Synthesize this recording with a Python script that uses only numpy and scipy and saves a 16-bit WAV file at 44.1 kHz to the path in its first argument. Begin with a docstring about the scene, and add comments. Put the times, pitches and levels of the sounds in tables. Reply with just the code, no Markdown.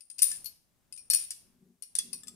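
"""In a small quiet room, the cast metal pieces of a hand puzzle clink, scrape and knock above a wooden table.
Each clink is a noisy tick, a choked ring and freely decaying modes mixed differently at each contact.
Grazing taps add short pings, pinched pieces knock drily, and sliding pieces rasp with tiny slips.
Later a forearm rubs dully on the table, as slips through low resonances, over soft rumble and hiss.
The puzzle is close to the left microphone."""
import sys
import numpy as np
from scipy import signal
from scipy.fft import rfft, irfft
from scipy.io import wavfile

SR = 44100
rng = np.random.default_rng(int(sys.argv[2]) if len(sys.argv) > 2 else 0)


def store_wav(level_fs):
    """Save 16-bit WAV to argv[1]."""
    pcm = np.round(np.clip(np.atleast_2d(level_fs), -1, 1) * 32767)
    wavfile.write(sys.argv[1], SR, pcm.T.astype(np.int16))


N = 103635  # length in samples


def amp(db):
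    """Decibels to gain."""
    return 10 ** (np.asarray(db) / 20)


def unit(x):
    """Scales to rms 1."""
    return x / np.sqrt(np.mean(x ** 2) + 1e-20)


def read(points, hz):
    """Reads a table on a log-frequency axis."""
    f, value = np.transpose(points)
    return np.interp(np.log(hz + 1), np.log(f + 1), value)


def level(points):
    """Gain over time from time and dB points."""
    return amp(np.interp(np.arange(N) / SR, *np.transpose(points)))


def colour(x, points):
    """Filters by a spectrum, to rms 1."""
    gain = amp(read(points, np.fft.rfftfreq(x.shape[-1], 1 / SR)))
    return unit(irfft(rfft(x) * gain, x.shape[-1]))


def add(mix, start_s, sound, right_cut_db, room_db=0):
    """Places a sound in the left, right and room-feed tracks, with the right cut and the feed level in dB."""
    part = mix[:, max(round(start_s * SR), 0):][:, :len(sound)]
    part += amp([[0], [-right_cut_db], [room_db]]) * sound[:part.shape[1]]


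def resonate(x, hz, width_hz):
    """A one-pole complex resonance with a peak gain near 1."""
    r = np.exp(-np.pi * width_hz / SR)
    pole = r * np.exp(2j * np.pi * hz / SR)
    return 2 * signal.lfilter([1 - r], [1, -pole], x).real


RING_ATTACK_S = 0.00055
# Random pitch offset and slow waver, both as a fraction of each mode's pitch
GRIP_DETUNE, GRIP_WAVER, GRIP_WAVER_HZ = 0.00081, .0012, 4.7


def ring(modes, t60_s):
    """Struck metal: decaying sines, detuned and slowly bent by the shifting grip."""
    t = np.arange(SR // 2) / SR
    hz, db = np.transpose(modes)[:, :, None]
    waver = GRIP_WAVER * np.sin(2 * np.pi * (GRIP_WAVER_HZ * t + rng.random(hz.shape)))
    detune = GRIP_DETUNE * rng.standard_normal(hz.shape)
    turns = np.cumsum(hz * (1 + detune + waver), axis=1) / SR + rng.random(hz.shape)
    tones = amp(db - 60 * t / t60_s) * np.sin(2 * np.pi * turns)
    return tones.sum(0) * (1 - np.exp(-t / RING_ATTACK_S))


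# Spectrum of metal contact: pitch_hz, density_db (relative, per Hz)
CONTACT_SPECTRUM = [(150, -42.5), (600, -20), (1200, -24), (2400, -9.5), (3800, -8), (5200, 1.5),
                    (6800, -4), (8200, -0.5), (10000, 5.5), (11500, -7.5), (14500, -11), (16000, -29.5)]
TICK_ATTACK_S, TICK_T60_S = 0.0003, 0.018
# Pitch span of the clack modes: lowest_hz, highest_hz
CLACK_RANGE_HZ = (943.6, 14360)
CLACK_DB, CLACK_T60_S = -10, 0.043


def tick(count=48):
    """Metal meeting metal: a crack of noise and a clack of quickly damped modes, redrawn each time."""
    t = np.arange(SR // 2) / SR
    crack = colour(rng.standard_normal(len(t)), CONTACT_SPECTRUM)
    crack *= amp(-60 * t / TICK_T60_S) * (1 - np.exp(-t / TICK_ATTACK_S))
    # One random pitch in each equal slice of the span
    place = (np.arange(count) + rng.random(count)) / count
    hz = np.interp(place, [0, 1], CLACK_RANGE_HZ)
    clack = ring(np.transpose([hz, read(CONTACT_SPECTRUM, hz)]), CLACK_T60_S)
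    return crack + amp(CLACK_DB) * clack


# Close modes of the main ring: offset_hz (from its pitch), level_db
MAIN_MODES = [(-125, -5), (0, 0), (70, -4), (205, -7)]


def cluster(hz):
    """The close modes of the main ring around a pitch."""
    return [(hz + offset_hz, db) for offset_hz, db in MAIN_MODES]


# Full contacts: start_s, tick_db, choked_ring_db, main_pitch_hz, main_ring_db, chime_db, bell_db,
# low_ring_db, top_ring_db, left_minus_right_db (of the rings)
CLINKS = [ (.2193, -21.5, -8.5, 9300, -22, -61, -70, -63, -33, 7),
          (.222, -28, -2, 9440, -17.5, -51.5, -50, -61, -25, 33),
          (.2285, -24, -13, 9410, -32.5, -51, -44, -60, -62, 6),
          (0.4438, -43, -33, 9420, -52.5, -41.5, -71, -64, -44.5, 30),
          (0.458, -36, -51.5, 9450, -62.5, -28, -77, -64, -75, 36.5),
          (.976, -47.5, -40, 9230, -44.5, -48.5, -50.5, -83, -96, 9),
          (1.1005, -24.5, -14, 9190, -67, -26.5, -52, -45, -54, 5),
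          (1.106, -38, -40, 9190, -28.5, -21, -26, -33.5, -43, 14),
          (1.134, -18, -22, 9290, -29, -31, -29, -43.5, -30, 9),
          (1.145, -28, -7.5, 9232, -26.5, -29.5, -28, -40.5, -52, 19.5),
          (1.306, -29, -28.5, 9100, -54, -46.5, -49, -49.5, -59, 5.5),
          (1.8231, -38.5, -28, 9500, -50.5, -43.5, -54, -58.5, -71, 18),
          (1.952, -27.5, -16, 9272, -57, -52, -45, -38, -65, 15.5),
          (1.986, -34.5, -18.5, 9272, -48, -45, -69, -53, -83, -7),
          (2.133, -69, -25, 9272, -38, -38, -45.5, -48, -61, 9)]
# Mode sets of the free rings: pitch_hz, level_db
CHIME_MODES = [(4393, -4), (10540, -8), (11672, -1)]
BELL_MODES = [(2488, -16), (4932, -9), (5255, -13), (5572, 0), (8436, -10)]
LOW_MODES = [(1725, -15), (3760, -6), (4463, -1), (5954, -7), (7630, -6), (7900, -3)]
TOP_MODES = [(12690, 0), (13335, -8), (13738, -1), (14370, 0), (14540, 0)]
# Ring time of each set: main_s, chime_s, bell_s, low_s, top_s (to fall 60 dB)
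RING_T60_S = [.21, .12, .21, .16, .14]
# Room feed of each set: main_db, chime_db, bell_db, low_db, top_db
RING_ROOM_DB = [-2, -17, -7, -7, -12]
CHOKED_T60_S, CHOKED_ROOM_DB = 0.028, -3.5
TICK_PAN_SHARE = 0.86  # ticks are panned a little less than rings


def clinks():
    """Each contact splits into a tick that fills the room, a choked ring and free rings beamed at the mic."""
    out = np.zeros((3, N))
    for start_s, tick_db, choked_db, main_hz, *rings_db, pan_db in CLINKS:
        add(out, start_s, amp(tick_db) * tick(), TICK_PAN_SHARE * pan_db)
        choked = ring(cluster(main_hz), CHOKED_T60_S)
        add(out, start_s, amp(choked_db) * choked, pan_db, CHOKED_ROOM_DB)
        mode_sets = (cluster(main_hz), CHIME_MODES, BELL_MODES, LOW_MODES, TOP_MODES)
        for db, modes, t60_s, room_db in zip(rings_db, mode_sets, RING_T60_S, RING_ROOM_DB):
            add(out, start_s, amp(db) * ring(modes, t60_s), pan_db, room_db)
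    return out


# Single modes of a puzzle arm: start_s, pitch_hz, level_db
ARM_TONES = [(0.315, 1748, -44.5), (0.977, 2438, -53), (1.987, 3400, -31.5), (2.132, 1105, -56),
             (2.233, 1738, -55.5)]
ARM_T60_S = .12
SLIDE_PAN_DB = 14.5  # left minus right, for arm tones and slides


def arm_tones():
    """An arm of the puzzle rings out on one mode at a time."""
    out = np.zeros((3, N))
    for start_s, hz, db in ARM_TONES:
        add(out, start_s, amp(db) * ring([(hz, 0)], ARM_T60_S), SLIDE_PAN_DB, room_db=-7)
    return out


# Grazing contacts: start_s, tick_db, ping_db, main_ring_db
TAPS = [(.007, -51, -38.5, -51), (0.1002, -42, -36, -44), (.1831, -36, -37, -42), (.19, -29, -22, -56),
        (0.9244, -41.5, -31, -41.5), (.9625, -48, -69, -50.5), (1.989, -26.5, -20, -59),
        (2.1296, -35, -22.5, -71), (2.2715, -43, -41.5, -72)]
# Modes of the short ping: pitch_hz, level_db
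PING_MODES = [(2600, -17), (4950, -7), (5200, -13), (9260, 0), (10050, -12), (12690, -15)]
PING_T60_S, TAP_MAIN_HZ, TAP_PAN_DB = 0.033, 9250, 15.5
TAP_DULL_HZ = 11700  # low-pass on the tick


def taps():
    """Glancing contacts: a soft tick, a short ping and a faint main ring."""
    out = np.zeros((3, N))
    soft = signal.butter(2, TAP_DULL_HZ, fs=SR, output="sos")
    for start_s, tick_db, ping_db, main_db in TAPS:
        soft_tick = amp(tick_db) * signal.sosfilt(soft, tick())
        main = amp(main_db) * ring(cluster(TAP_MAIN_HZ), RING_T60_S[0])
        add(out, start_s, soft_tick + main, TAP_PAN_DB)
        add(out, start_s, amp(ping_db) * ring(PING_MODES, PING_T60_S), TAP_PAN_DB, room_db=-6)
    return out


# Contacts of a tightly pinched piece: start_s, tick_db, ring_db, ring_t60_s, left_minus_right_db
KNOCKS = [(0.315, -30, -29.5, 0.011, 3.5), (2.2336, -49, -38.5, 0.043, 37), (2.281, -39.5, -32, 0.043, 10)]
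# Modes of the pinched piece: pitch_hz, level_db
PINCHED_MODES = [(1250, -19), (3475, -11), (4931, -13), (5400, -11), (7530, 0), (8050, -4), (10888, -14),
                 (13800, -16)]


def knocks():
    """Duller, drier contacts of a piece damped by the fingers."""
    out = np.zeros((3, N))
    for start_s, tick_db, ring_db, t60_s, pan_db in KNOCKS:
        knock = amp(tick_db) * tick() + amp(ring_db) * ring(PINCHED_MODES, t60_s)
        add(out, start_s, knock, pan_db, room_db=-5.5)
    return out


SLIP_SPREAD_DB = -4.5  # multiplies an exponential draw capped at 2


def slips(per_s):
    """Random stick-slip impulses of either sign and uneven size."""
    hits = rng.random(N) < per_s / SR
    signs = rng.choice([-1., 1.], N)
    return hits * signs * amp(SLIP_SPREAD_DB * np.minimum(rng.exponential(1, N), 2))


# Pieces sliding on each other: start_s, length_s, level_db (at the start)
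SLIDES = [(0.229, 0.14, -41.5), (1.144, 0.099, -43)]
SLIPS_PER_S, SLIDE_RING_HZ = 2700, 9390
SLIDE_RING_DB, SLIDE_FADE_DB = 6.5, -8.5  # ring against hiss; level change over the slide


def slides():
    """Dense runs of tiny slips hiss and keep the choked ring alive."""
    out = np.zeros((3, N))
    for start_s, length_s, db in SLIDES:
        grains = slips(SLIPS_PER_S)
        sustained = unit(resonate(grains, SLIDE_RING_HZ, 220))
        rasp = colour(grains, CONTACT_SPECTRUM) + amp(SLIDE_RING_DB) * sustained
        u = np.linspace(0, 1, max(round(length_s * SR), 2))
        add(out, start_s, rasp[:len(u)] * amp(db + SLIDE_FADE_DB * u), SLIDE_PAN_DB)
    return out


# Decay of the room tail: pitch_hz, t60_s
ROOM_DECAY = [(200, 1), (1000, 0.21), (2500, 0.48), (5500, 0.4), (9500, 0.37), (15000, 0.45)]
ROOM_DB, EARLY_DB, RIGHT_ROOM_DB = -8.5, -8.5, -1.5
EARLY_T60_S, ROOM_DELAY_S = 0.035, 0.0087


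def room(x):
    """Quick reflections from table and hands, with the room tail, as stereo decaying noise echoes."""
    t = np.arange(SR) / SR
    early, late = rng.standard_normal((2, 2, SR)) * (t > ROOM_DELAY_S)
    early = early * amp(-60 * t / EARLY_T60_S)
    # Each frequency band of the tail dies at its own rate
    hz, at_s, z = signal.stft(late, SR, nperseg=256)
    decay = amp(-60 * at_s / read(ROOM_DECAY, hz)[:, None])
    late = signal.istft(z * decay, SR, nperseg=256)[1][:, :SR]
    echo = (amp(ROOM_DB) * unit(late) + amp(EARLY_DB) * unit(early)) / np.sqrt(SR)
    return signal.fftconvolve(x[None], echo, axes=1)[:, :N] * amp([[0], [RIGHT_ROOM_DB]])


# Loudness curve of the forearm rub: time_s, level_db
RUB_LEVEL = [(1.36, -92), (1.44, -69.5), (1.54, -76), (1.64, -62.5), (1.70, -65), (1.78, -81),
             (1.92, -83.5), (2.05, -61), (2.17, -61.5), (2.22, -70), (2.35, -60)]
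# Table resonances: pitch_hz, width_hz, level_db
TABLE_MODES = [(185, 47, 2.5), (234, 29, 4), (366, 66, -6.5)]
RUB_SLIPS_PER_S, RUB_PAN_DB = 700, 4


def rub():
    """Skin slipping on wood drives the low resonances of the table."""
    grains = slips(RUB_SLIPS_PER_S)
    body = np.zeros(N)
    for hz, width_hz, db in TABLE_MODES:
        # Two passes steepen the sides of each resonance
        body += amp(db) * resonate(resonate(grains, hz, width_hz), hz, width_hz)
    return unit(body) * level(RUB_LEVEL) * amp([[RUB_PAN_DB / 2], [-RUB_PAN_DB / 2]])


# Loudness curve of the low rumble: time_s, level_db
RUMBLE_LEVEL = [(0, -89), (.25, -69), (.41, -64), (.6, -77), (1.2, -71.5), (1.5, -71.5), (1.85, -84),
                (2.0, -69.5)]
# Rumble spectrum: pitch_hz, density_db (relative, per Hz)
RUMBLE_COLOUR = [(20, -9), (60, -4.5), (180, -6.5), (400, -15.5), (5000, -29.5)]
# Hiss spectrum: pitch_hz, density_db (relative, per Hz)
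HISS_COLOUR = [(200, -2), (2000, -11), (9000, -6), (16000, -9.5)]
HISS_DB, FLOOR_PAN_DB = -79, 2
FLOOR_LIKENESS = 0.3  # correlation of left and right noise


def floor():
    """Coloured noise: a low rumble that swells and sinks, and faint steady hiss."""
    a, b = rng.standard_normal((2, 2, N))
    right = FLOOR_LIKENESS * a + np.sqrt(1 - FLOOR_LIKENESS ** 2) * b
    low, high = np.stack([a, right], axis=1)
    rumble = colour(low, RUMBLE_COLOUR) * level(RUMBLE_LEVEL)
    hiss = amp(HISS_DB) * colour(high, HISS_COLOUR)
    return (rumble + hiss) * amp([[FLOOR_PAN_DB / 2], [-FLOOR_PAN_DB / 2]])


METAL_LOW_CUT_HZ, RIGHT_LAG_S = 820, 0.00013


def scene():
    """The puzzle, with its bass thinned and farther from the right mic, with room, table and background."""
    metal = clinks() + arm_tones() + taps() + knocks() + slides()
    metal = signal.sosfilt(signal.butter(2, METAL_LOW_CUT_HZ, "high", fs=SR, output="sos"), metal)
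    # A phase slope gives a delay of a fraction of a sample
    lag = np.exp(-2j * np.pi * np.fft.rfftfreq(N, 1 / SR) * RIGHT_LAG_S)
    right = irfft(rfft(metal[1]) * lag, N)
    return np.array([metal[0], right]) + room(metal[2]) + rub() + floor()


EDGE_HZ = 15600


def record(dry):
    """A steep low-pass: the sound has almost nothing above about 15.6 kHz."""
    low_pass = signal.firwin(127, EDGE_HZ, window=("kaiser", 9), fs=SR)
    return signal.oaconvolve(dry, low_pass[None], "same")


dry = scene()
out = record(dry)
store_wav(out)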